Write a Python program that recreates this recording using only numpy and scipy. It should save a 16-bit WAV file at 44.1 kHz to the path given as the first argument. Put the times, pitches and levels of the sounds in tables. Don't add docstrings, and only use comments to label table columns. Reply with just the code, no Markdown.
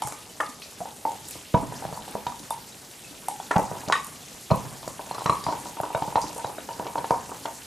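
import sys
import numpy as np
from scipy import signal
from scipy.fft import rfft, irfft, next_fast_len
from scipy.io import wavfile
from scipy.ndimage import uniform_filter1d

SR = 44100
rng = np.random.default_rng(int(sys.argv[2]) if len(sys.argv) > 2 else 0)


def gain_from_decibels(decibels):
    exponent = np.asarray(decibels, float) / 20
    return 10 ** exponent


def unload_wav(signal):
    wavfile.write(
        sys.argv[1],
        SR,
        np.round(np.clip(np.atleast_2d(signal).T, -1, 1) * 32767).astype(np.int16),
    )


N = 337799


def rms_one(x):
    return x / np.sqrt(np.mean(x ** 2) + 1e-20)


def at_hz(points, hz):
    points = np.array(points)
    return np.interp(np.log(hz), np.log(points[:, 0]), points[:, 1])


def band(x, low_hz, high_hz):
    edges = [low_hz, min(high_hz, 0.45 * SR)]
    return signal.sosfilt(signal.butter(2, edges, "band", fs=SR, output="sos"), x)


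def ring(x, hz, t60):
    r, w = gain_from_decibels(-60 / (t60 * SR)), 2 * np.pi * hz / SR
    return signal.lfilter([0, np.sin(w)], [1, -2 * r * np.cos(w), r * r], x + 1e-18)


def drift(rate_hz):
    r = np.exp(-2 * np.pi * rate_hz * 40 / SR)
    slow = signal.lfilter([1], [1, -2 * r, r * r], rng.standard_normal(N // 40 + 2002))[2000:]
    return np.interp(np.arange(N) / 40, np.arange(len(slow)), rms_one(slow))


def add(tracks, s, peak_db, sound):
    i = round(s * SR)
    scaled = gain_from_decibels(peak_db) * sound / np.max(np.abs(sound))
    tracks[0][i:i + len(sound)] += scaled[:N - i]
    tracks.append(tracks.pop(0))


# t/s, level/dB, air column f/Hz, body/dB and bite/dB re level
SLOW_FLASHES = [(0.021, -17.5, 860, -22, -21), (0.403, -17.5, 1760, -8, -12), (0.855, -25.5, 836, -20, -36),
                (1.542, -13.5, 891, 0, -21), (2.152, -26.5, 965, 3, -38), (3.284, -19.5, 818, -44, -28),
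                (3.4, -26, 844, -25, -14), (3.51, -19, 920, 1, 0), (3.562, -10.5, 872, -43, -12.5),
                (3.925, -16.5, 1120, -24, 0), (3.938, -23, 1830, -17, -30), (4.514, -13.5, 1050, 2, -13),
                (5.486, -19.5, 970, -2.5, -32), (6.022, -17.5, 884, -7, -40),
                (6.157, -8.5, 880, -10.5, -35), (6.979, -20, 886, -8, -16), (7.044, -24, 930, -4, -14),
                (7.107, -11, 1004, -2.5, -33), (7.455, -21.5, 894, -2.5, -12)]
# t/s, level/dB, air column f/Hz, body/dB and bite/dB re level
QUICK_FLASHES = [(0.074, -35.5, 850, 2.5, 6), (0.409, -14.5, 1236, -14, -11), (0.805, -23.5, 770, -13, -33),
                 (1.053, -14, 838, -9, -43), (1.548, -13.5, 973, -7, -31), (1.852, -27.5, 824, -20, -8),
                 (2.267, -18, 950, -12, -12), (2.509, -22, 880, -13, -21), (3.569, -22, 875, 7.5, -25),
                 (3.592, -15, 880, -2, -19), (3.899, -17.5, 1010, -2, -12.5), (4.877, -32, 980, 2, -1),
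                 (5.111, -27, 900, -1.5, -4), (5.261, -10, 1125, -19, -15.5), (5.297, -9, 1154, -8.5, -19),
                 (5.324, -20, 990, -20, -30), (5.466, -16.5, 1060, -6.5, -9.5),
                 (5.526, -17.5, 895, -4.5, -15), (5.801, -19.5, 854, -8.5, -12),
                 (5.834, -18.5, 970, -4, -14), (5.948, -19.5, 990, 2, -6.5), (6.445, -18, 870, -6.5, -11.5),
                 (6.583, -29, 860, 1.5, -6), (6.956, -17, 907, -3, -24)]
# t/s, level/dB, air column f/Hz
GULPS = [(1.354, -37.5, 1150), (1.63, -29, 805), (1.722, -29.5, 1000), (1.925, -30.5, 920),
         (3.714, -24.5, 936), (3.884, -25.5, 835), (4.504, -20, 695), (5.07, -40.5, 940),
         (6.361, -32.5, 930), (6.796, -23.5, 954), (6.81, -33, 1000), (6.856, -27.5, 890)]
# t/s, level/dB, air column f/Hz
BLIPS = [(0.123, -28.5, 1240), (0.19, -45, 900), (1.118, -27.5, 780), (1.823, -24, 805), (1.959, -37, 970),
         (1.973, -38, 930), (2.079, -28.5, 850), (3.752, -28.5, 1010), (3.834, -29.5, 945),
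         (4.829, -31.5, 1050), (4.995, -22.5, 840), (5.029, -49, 980), (5.148, -24.5, 1170),
         (5.183, -25, 1050), (5.219, -31, 870), (5.656, -26, 910), (5.769, -27.5, 940), (5.903, -23.5, 940),
         (6.078, -23, 890), (6.125, -25, 878), (6.24, -25.5, 887), (6.298, -28.5, 940), (6.382, -25.5, 935),
         (6.495, -24.5, 875), (6.69, -24.5, 930), (6.867, -25.5, 980), (7.293, -27, 876),
         (7.317, -23.5, 880), (7.478, -27, 890)]


def flashes():
    slow_ms, quick_ms, small_ms = 3.3, 1, 2.56
    pops = [(*row, slow_ms) for row in SLOW_FLASHES]
    pops += [(*row, quick_ms) for row in QUICK_FLASHES]
    pops += [(*row, 1, -12.5, small_ms) for row in GULPS]
    pops += [(*row, -6.5, -20, small_ms) for row in BLIPS]
    pops.sort()
    places, t = np.zeros((4, N)), np.arange(2048) / SR
    out = list(places)
    burn_s = np.array(pops)[:, 5:] / 1000
    burn = np.exp(-t / burn_s) * (1 - np.exp(-t / (0.18 * burn_s)))
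    kick = 0.46 * np.exp(-((t - 0.0008) / 0.00033) ** 2)
    push = burn * rng.standard_normal(burn.shape) + kick
    columns = band(push, 546, 2740)
    bodies = band(ring(push, 676, 0.013), 285, 820)
    bites = band(ring(push, 1650, 0.00044), 1060, 1660)
    for (s, peak_db, hz, body_db, bite_db, _), column, body, bite in zip(pops, columns, bodies, bites):
        add(out, s - 0.0012, peak_db - 2.5, ring(column, hz, t60=0.02))
        add(out, s - 0.0012, peak_db + body_db + 1.5, body)
        add(out, s - 0.0008, peak_db + bite_db + 5.0, bite)
    return places


# t/s, level/dB, f/Hz, swell/ms
KNOCKS = [(0.021, -23.5, 830, 0.56), (0.401, -14, 950, 0.72), (0.406, -15.5, 1180, 1),
          (0.81, -26, 689, 0.62), (1.051, -18, 794, 0.99), (1.545, -12, 940, 0.53),
          (1.851, -16.5, 700, 0.8), (2.152, -16, 810, 0.96), (2.267, -24, 920, 0.64),
          (2.507, -13.5, 870, 0.69), (3.284, -15.5, 795, 0.88), (3.4, -23, 820, 0.71),
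          (3.508, -21, 918, 0.44), (3.5573, -10, 840, 0.76), (3.569, -6.5, 870, 0.28),
          (3.876, -29, 544, 0.8), (3.899, -4.5, 690, 0.45), (3.915, -22, 1050, 1), (3.923, -17, 1180, 1),
          (4.512, -15.5, 656, 0.64), (4.876, -21, 650, 0.77), (4.993, -24, 980, 0.45),
          (5.111, -14.5, 810, 0.52), (5.182, -20.5, 910, 0.61), (5.219, -19.5, 840, 0.51),
          (5.258, -12.5, 1090, 1), (5.295, -7, 1160, 1), (5.466, -14, 921, 0.32), (5.525, -33, 910, 0.68),
          (5.801, -11.5, 675, 0.95), (5.832, -28, 915, 0.67), (5.852, -27, 977, 0.46),
          (5.949, -15, 945, 0.47), (6.022, -13.5, 836, 1), (6.156, -12, 884, 0.63), (6.168, -16, 910, 0.97),
          (6.18, -11, 920, 1), (6.446, -17.5, 830, 0.34), (6.583, -20.5, 610, 1), (6.689, -23, 980, 0.72),
          (6.797, -33, 920, 0.54), (6.856, -27, 736, 0.83), (6.866, -20.5, 840, 0.58),
          (6.956, -12.5, 923, 0.43), (6.979, -16, 907, 0.92), (7.043, -16.5, 910, 0.52),
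          (7.107, -6.5, 940, 0.55), (7.144, -17, 980, 0.61), (7.454, -21.5, 900, 1)]
# t/s, level/dB, f/Hz, swell/ms
ROLLS = [(.403, -20, 1786, 2.4), (.409, -19.5, 1200, 3.5), (.424, -25, 840, 4.2), (.812, -24.5, 710, 5.2),
         (.854, -33, 806, 1.8), (1.051, -20.5, 880, 3.3), (1.066, -18.5, 916, 6), (1.548, -13, 956, 3.2),
         (1.561, -23, 965, 4.5), (1.579, -30, 940, 2.6), (1.974, -23, 910, 1), (2.079, -31, 860, 0.84),
         (2.32, -32, 1160, 2.3), (3.513, -19.5, 1810, 2.3), (3.567, -14, 890.5, 5.4),
         (3.580, -12, 894, 1.8), (3.592, -28, 920, 1.7), (3.928, -13, 1140, 2.5), (3.924, -6, 1880, 0.25),
         (3.939, -15, 1855, 2.8), (3.953, -19.5, 1146, 2.7), (3.931, -16, 1825, 1.8),
         (3.961, -27, 1850, 4.6), (3.982, -32, 1940, 4), (4.512, -20.5, 660, 2.4), (4.517, -25, 1240, 3.7),
         (5.208, -22, 950, .8), (6.157, -11.5, 830, 2.1), (6.17, -17, 880, 2.3), (7.109, -20, 934, 2)]


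def knocks():
    out, t = [np.zeros(N)], np.arange(1536) / SR
    for s, peak_db, hz, swell_ms in KNOCKS + ROLLS:
        age = t / (max(swell_ms, 0.3) / 1000)
        add(out, s + 0.0006, peak_db - 2.5, age * np.exp(-age) * np.sin(2 * np.pi * hz * t))
    return band(out[0], 236, 2900)


# t/s, level/dB, centre f/Hz
CRACKS = [(0.0212, -26, 2620), (0.1226, -33, 2020), (0.405, -24.5, 2410), (0.6197, -31, 2390),
          (1.539, -32, 2600), (1.8507, -36, 3360), (2.2675, -28, 2850), (2.5062, -42, 3350),
          (3.2822, -32.5, 2340), (3.4007, -38, 3330), (3.5129, -20, 1900), (3.5642, -27, 2070),
          (3.878, -32, 2600), (3.924, -12, 2800), (4.5094, -25.5, 2970), (4.875, -63, 3180),
          (5.112, -34, 3190), (5.148, -32, 3160), (5.2596, -28, 3170), (5.2954, -24.5, 2130),
          (5.466, -35, 2550), (5.5253, -36, 2660), (5.801, -42, 2610), (5.8341, -35, 2350),
          (5.852, -34, 2800), (5.9483, -28, 2000), (6.0232, -30, 2630), (6.1575, -23.5, 2700),
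          (6.4453, -30, 2010), (6.6892, -48, 2860), (6.956, -41, 2620), (7.0442, -34.5, 2870),
          (7.107, -32, 2700), (7.4567, -26, 2700), (1.547, -27.5, 2400), (3.5619, -27, 4600),
          (3.512, -26.5, 5200), (6.868, -30.5, 2490), (6.982, -30.5, 3400), (6.735, -40, 2300)]


def cracks():
    places, t = np.zeros((4, N)), np.arange(2048) / SR
    out = list(places)
    edges = rng.standard_normal((len(CRACKS), len(t))) * np.exp(-t / 0.0055)
    for (s, peak_db, hz), edge in zip(CRACKS, edges):
        add(out, s - 0.0006, peak_db - 1.0, band(edge, hz / 1.41, hz * 1.55))
    return places


# t/s, level/dB, f/Hz
THUMPS = [(0.048, -38.5, 134), (0.804, -41, 181), (1.5425, -16, 155.6), (1.631, -34, 261),
          (1.852, -37.5, 160), (1.925, -40, 154), (2.15, -38, 204), (2.267, -38.5, 143), (3.066, -51, 163),
          (.49, -43.5, 254), (2.4, -43.5, 292), (3.11, -45, 302), (6.241, -34.5, 332), (1.359, -44, 336),
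          (3.5615, -18.5, 174), (3.717, -37.5, 186), (3.878, -33, 190), (4.509, -28, 142),
          (4.517, -16, 161.6), (4.877, -40, 140), (5.11, -42, 188), (5.258, -28.5, 163), (5.295, -27, 153),
          (5.466, -31.5, 155), (5.484, -40, 160), (5.803, -36.5, 150), (5.95, -33.5, 141),
          (6.019, -33, 154), (6.079, -36, 177), (6.157, -37, 106), (6.447, -40.5, 133), (6.797, -40, 192),
          (6.98, -40, 148), (7.108, -30.5, 153)]


def thumps():
    places, t = np.zeros((4, N)), np.arange(4096) / SR
    out = list(places)
    swell = t * np.exp(-t / 0.0001)
    for s, peak_db, hz in THUMPS:
        add(out, s - 0.001, peak_db + 6.0, band(ring(swell, hz, 0.048), 56, max(250, hz * 1.24)))
    return places


# t/s, level/dB, centre f/Hz
SNAPS = [(0.0213, -19, 8300), (0.027, -27, 7560), (0.0727, -19, 8650), (0.1233, -24, 7340),
         (0.406, -23.5, 7250), (1.118, -26, 5600), (2.395, -23.5, 4200), (1.286, -20, 8800),
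         (1.3094, -21, 9880), (1.7714, -35, 5600), (2.11, -28, 8750), (2.2676, -23.5, 4600),
         (2.5114, -40, 7800), (3.285, -24, 8350), (3.885, -20.5, 5540), (3.924, -16, 6600),
         (4.0454, -19, 10100), (4.559, -21.5, 10900), (4.8792, -22.5, 5560), (5.146, -26, 5430),
         (5.244, -27, 6340), (5.262, -19, 4900), (5.297, -22, 6300), (5.3308, -28, 7950), (5.44, -23, 4960),
         (5.65, -24.5, 7850), (5.813, -24, 9300), (6.2158, -19, 5700), (6.3475, -27, 9170),
         (6.38, -22.5, 8340)]
# t/s, level/dB, centre f/Hz
DROPLETS = [(7.1085, -24, 6100), (0.037, -20, 6800), (0.085, -18, 7800), (2.506, -11.5, 9500),
            (3.2848, -14.5, 8400), (3.582, -20, 6900), (3.5976, -25, 8800), (3.6295, -27, 9570),
            (3.6434, -28, 6350), (4.0686, -19.5, 10000)]


def snaps():
    places, t = np.zeros((4, N)), np.arange(2048) / SR
    out = list(places)
    film_t60_s, droplet_t60_s = 0.011, 0.005
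    ticks = [(*row, film_t60_s) for row in SNAPS] + [(*row, droplet_t60_s) for row in DROPLETS]
    for s, peak_db, hz, t60 in ticks:
        puff = gain_from_decibels(-60 * t / t60) * (1 - np.exp(-t / (0.03 * t60)))
        noise = rng.standard_normal(len(t))
        add(out, s - 0.0005, peak_db - 4.0, band(noise * puff, hz / 1.36, hz * 1.44))
    return places


# t/s, level/dB, centre f/Hz, length/s
SPURTS = [(0.048, -28, 7650, 0.053), (0.462, -28.5, 4230, 0.014), (0.615, -29.5, 4900, 0.046),
          (0.78, -32, 8600, 0.04), (1.277, -28, 8150, 0.022), (1.316, -32, 4700, 0.049),
          (1.751, -28, 5500, 0.036), (5.445, -31, 4760, 0.096), (6.213, -26, 5640, 0.042)]


def spurts():
    places = np.zeros((4, N))
    out = list(places)
    for s, peak_db, hz, length_s in SPURTS:
        swell = np.hanning(round(np.clip(length_s, 0.01, 0.09) * SR)) ** 0.5
        noise = rng.standard_normal(len(swell))
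        add(out, s - 0.004, peak_db - 6.0, band(noise * swell, hz / 1.25, hz * 1.18))
    return places


# t/s, level/dB, f/Hz
PINGS = [(0.2947, -36, 2990), (0.625, -31, 2530), (1.941, -27, 4530), (2.269, -26.5, 3790),
         (2.5062, -26.5, 3600), (2.7213, -32, 3820), (3.044, -28, 2600), (3.2817, -38, 3980),
         (3.4012, -29, 3400), (6.983, -34, 3900), (6.689, -31.5, 2920), (3.923, -11.5, 3860),
         (4.511, -20.5, 4150), (3.941, -19, 3680), (3.961, -23, 3660), (5.113, -28.5, 4210),
         (5.15, -29, 4120), (5.2193, -29, 4050), (5.2452, -36, 4010), (5.2607, -20, 4000),
         (5.298, -16, 4050), (5.329, -27, 4130), (5.4394, -25, 4840), (5.949, -26.5, 3786),
         (6.161, -23, 4080), (6.2181, -24, 4790), (6.446, -27.5, 3890), (6.5844, -30, 3826),
         (7.0432, -32, 3810), (7.106, -29, 4700)]


def pings():
    places, t = np.zeros((4, N)), np.arange(2048) / SR
    out = list(places)
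    for s, peak_db, hz in PINGS:
        puff = (rng.standard_normal(len(t)) + np.sin(2 * np.pi * hz * t)) * t * np.exp(-t / 0.0019)
        add(out, s - 0.0008, peak_db - 11.5, ring(puff, hz, t60=0.02))
    return places


# t/s, f/Hz, level/dB
WHISTLE = [
    (5.04, 4340, -73),
    (5.11, 4230, -53),
    (5.25, 4030, -57),
    (5.34, 3930, -57),
    (5.42, 3850, -64),
]


def whistle():
    s, hz, level_db = np.transpose(WHISTLE)
    t, width_hz = np.arange(N) / SR, 30
    turn = 2 * np.pi * np.cumsum(np.interp(t, s, hz)) / SR
    tone = drift(width_hz) * np.sin(turn) + drift(width_hz) * np.cos(turn)
    return gain_from_decibels(np.interp(t, s, level_db, left=-120, right=-120) - 8.0) * tone


def fizz(per_s, low_hz, high_hz, cycles):
    sizes = gain_from_decibels(14.4 * np.minimum(rng.exponential(1, N), 3.8)) * rng.choice([-1, 1], N)
    born = rng.random(N) < per_s * gain_from_decibels(5.0 * drift(9)) / SR
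    dealt = rng.integers(0, 12, N)
    total = np.zeros(N)
    for k, hz in enumerate(np.geomspace(low_hz, high_hz, 12)):
        total += ring(sizes * born * (dealt == k), hz, cycles / hz)
    return rms_one(total)


# t/s, flame level/dB, bubbling level/dB
SIMMER = [(0.0, -48, -49.5), (0.19, -53, -50.5), (1.0, -51, -50.5), (1.32, -49, -46), (1.58, -56, -49.5),
          (1.75, -44, -48.5), (2.84, -52.5, -50.5), (3.48, -49.5, -49.5), (3.77, -46, -50),
          (4.48, -51.5, -48.5), (4.67, -46, -48), (4.95, -50, -49), (5.63, -44.5, -46), (5.82, -53.5, -50),
          (6.25, -45.5, -47.5), (6.53, -49.5, -49), (7.02, -45.5, -50.5), (7.66, -50.5, -48.5)]
# f/Hz, level/dB per Hz
HUSH = [(15, -41), (25, -12.5), (155, 2.5), (376, -2.5), (479, -4.5), (913, -7), (1070, -10.5),
        (1370, -3.5), (2100, -24), (8250, -22), (12700, -28), (13700, -29), (15300, -66)]
# f/Hz, likeness (1 = the same)
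LIKENESS = [(60, 0.98), (150, 1), (380, 0.88), (950, 0.49), (2380, 0.66), (5980, 0.96), (15000, 0.87)]


def simmer():
    s, *columns = np.transpose(SIMMER)
    t = np.arange(N) / SR
    flame_db, bubbling_db = [np.interp(t, s, c) for c in columns]
    flutter_db = flame_db - 0.8
    spray_db = -48.5 + 0.54 * (bubbling_db - np.mean(bubbling_db)) + 0.25 * t
    regions, hush = np.zeros((4, 2, N)), np.zeros((2, N))
    white = rng.standard_normal((2, 2, N))
    edges = np.append(np.geomspace(24, 11500, 18), [13600, 16000])
    for k, (low, high) in enumerate(zip(edges, edges[1:])):
        mid, side = band(white[k % 2], low, high)
        hz = np.sqrt(low * high)
        alike = np.clip(at_hz(LIKENESS, hz), -1, 1)
        gain = gain_from_decibels(at_hz(HUSH, hz) + 2.05 * drift(19))
        stereo = np.sqrt(1 + alike) * mid + np.sqrt(1 - alike) * side * [[1], [-1]]
        regions[np.searchsorted([400, 1700, 5200], hz)] += gain * stereo
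    for region, level_db in zip(regions, [flame_db, flutter_db, bubbling_db, spray_db]):
        hush += gain_from_decibels(level_db - 1.17) * rms_one(region)
    gurgle = gain_from_decibels(flutter_db - 11.0) * fizz(per_s=180, low_hz=610, high_hz=1400, cycles=4.5)
    crackle = gain_from_decibels(bubbling_db - 10.0) * fizz(per_s=500, low_hz=2570, high_hz=4660, cycles=12.0)
    spray = gain_from_decibels(spray_db - 8.0) * fizz(per_s=1200, low_hz=6280, high_hz=10000, cycles=9.1)
    return hush, gurgle + crackle + spray


# f/Hz, t60/s, level/dB
ROOM_TAIL = [(101, 0.62, -32), (523, 0.33, -27), (1000, 0.4, -27), (1880, 0.35, -30.5), (4200, 0.006, -25),
             (11900, 0.53, -32.5)]
# f/Hz, level/dB
STANDING = [(140, -4), (305, 4), (540, -29), (660, 5), (770, -2), (845, -5.5), (920, 8.5), (975, 8),
            (1107, -41), (1165, -37), (1306, -31), (1514, 6.5), (1874, -5)]
# delay t/s, left level/dB, right level/dB
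ECHOES = [(.0065, -11, -29), (0.0105, -15, -24), (.0175, -19, -47), (0.028, -8.5, -15)]


def room(tracks):
    t = np.arange(20000) / SR
    noise = rng.standard_normal((len(tracks), 3, len(t)))
    noise = noise[:, :1] + 0.5 * noise[:, 1:]
    response = np.zeros(noise.shape)
    for hz in 58 * 2.0 ** np.arange(8):
        t60, level_db = [at_hz(np.array(ROOM_TAIL)[:, [0, k]], hz) for k in (1, 2)]
        response += band(noise, hz / np.sqrt(2), hz * np.sqrt(2)) * gain_from_decibels(level_db - 60 * t / t60)
    response *= 1 - np.exp(-(t / 0.00078) ** 2)
    click = (t == 0) * 1.0
    for hz, level_db in STANDING:
        varied_db = rng.normal(0, 3.5, (len(tracks), 1, 1))
        response += gain_from_decibels(level_db - 56.0 + varied_db) * ring(click, hz, t60=0.24)
    for late_s, left_db, right_db in ECHOES:
        echo = band(np.roll(click, round(late_s * SR)), 40, 2800)
        response += gain_from_decibels(np.array([[left_db], [right_db]])) * echo
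    response[:, :, 0] += 1
    size = next_fast_len(N + len(t))
    heard = np.sum(rfft(tracks, size)[:, None] * rfft(response, size), axis=0)
    return irfft(heard, size)[:, :N]


def scene():
    hush, bubbles = simmer()
    tracks = flashes() + cracks() + thumps() + snaps() + spurts() + pings()
    tracks[0] += bubbles
    knock, room_share = knocks(), 0.22
    tracks[1] += room_share * knock
    left, right = room(tracks) + (1 - room_share) * knock + whistle()
    zero, pole = np.exp(-2 * np.pi * np.array([45, 190]) / SR)
    return np.array([signal.lfilter([1, -zero], [1, -pole], left), right]) + hush


# from t/s, to t/s
NARROW = [(.1, .24), (.76, 1.1), (1.48, 1.82), (2.8, 3.02), (3.2, 3.6), (3.78, 3.92), (4.08, 4.24),
          (4.41, 4.52), (4.6, 5.3), (6.8, 6.99), (7.06, 7.4)]


def fold_treble(x):
    side, t = (x[0] - x[1]) / 2, np.arange(N) / SR
    hz = np.arange(N // 2 + 1) * SR / N
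    treble = irfft(rfft(side) * (hz > 3370), N)
    narrow = uniform_filter1d(sum((t > a) * (t < b) * 1.0 for a, b in NARROW), size=512)
    return x - np.outer([1, -1], treble * narrow)


def band_limit(x):
    return signal.sosfilt(signal.butter(12, 15880, fs=SR, output="sos"), x)


# from t/s, to t/s
DULL = [(0, .15), (.42, .7), (1.58, 1.83), (2.48, 2.52), (3.27, 3.31), (3.5, 3.59), (3.92, 4.01),
        (4.03, 4.09), (4.52, 4.57), (4.94, 5.02), (5.27, 5.56), (5.87, 5.96), (6.15, 6.62), (6.94, 7.27)]


def record(dry):
    top_hz, cut_hz = 13400, 15400
    size = next_fast_len(N)
    spectrum, hz = rfft(dry, size), np.arange(size // 2 + 1) * SR / size
    low = irfft(spectrum * (hz < top_hz), size)[:, :N]
    top = irfft(spectrum * (hz >= top_hz) * (hz < cut_hz), size)[:, :N]
    hz, t, cells = signal.stft(top, SR, nperseg=1024)
    patch = np.ix_((hz // 170).astype(int), (t // 0.046).astype(int))
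    kept = rng.random((200, 200))[patch] > ((hz - top_hz) / 2800)[:, None]
    top = gain_from_decibels(2.0) * signal.istft(cells * kept, SR)[1][:, :N]
    t = np.arange(N) / SR
    calm = 1.0 - sum((t >= a) * (t < b) for a, b in DULL)
    return band_limit(fold_treble(low + top * uniform_filter1d(calm, size=512)))


dry = scene()
out = record(dry)
unload_wav(out)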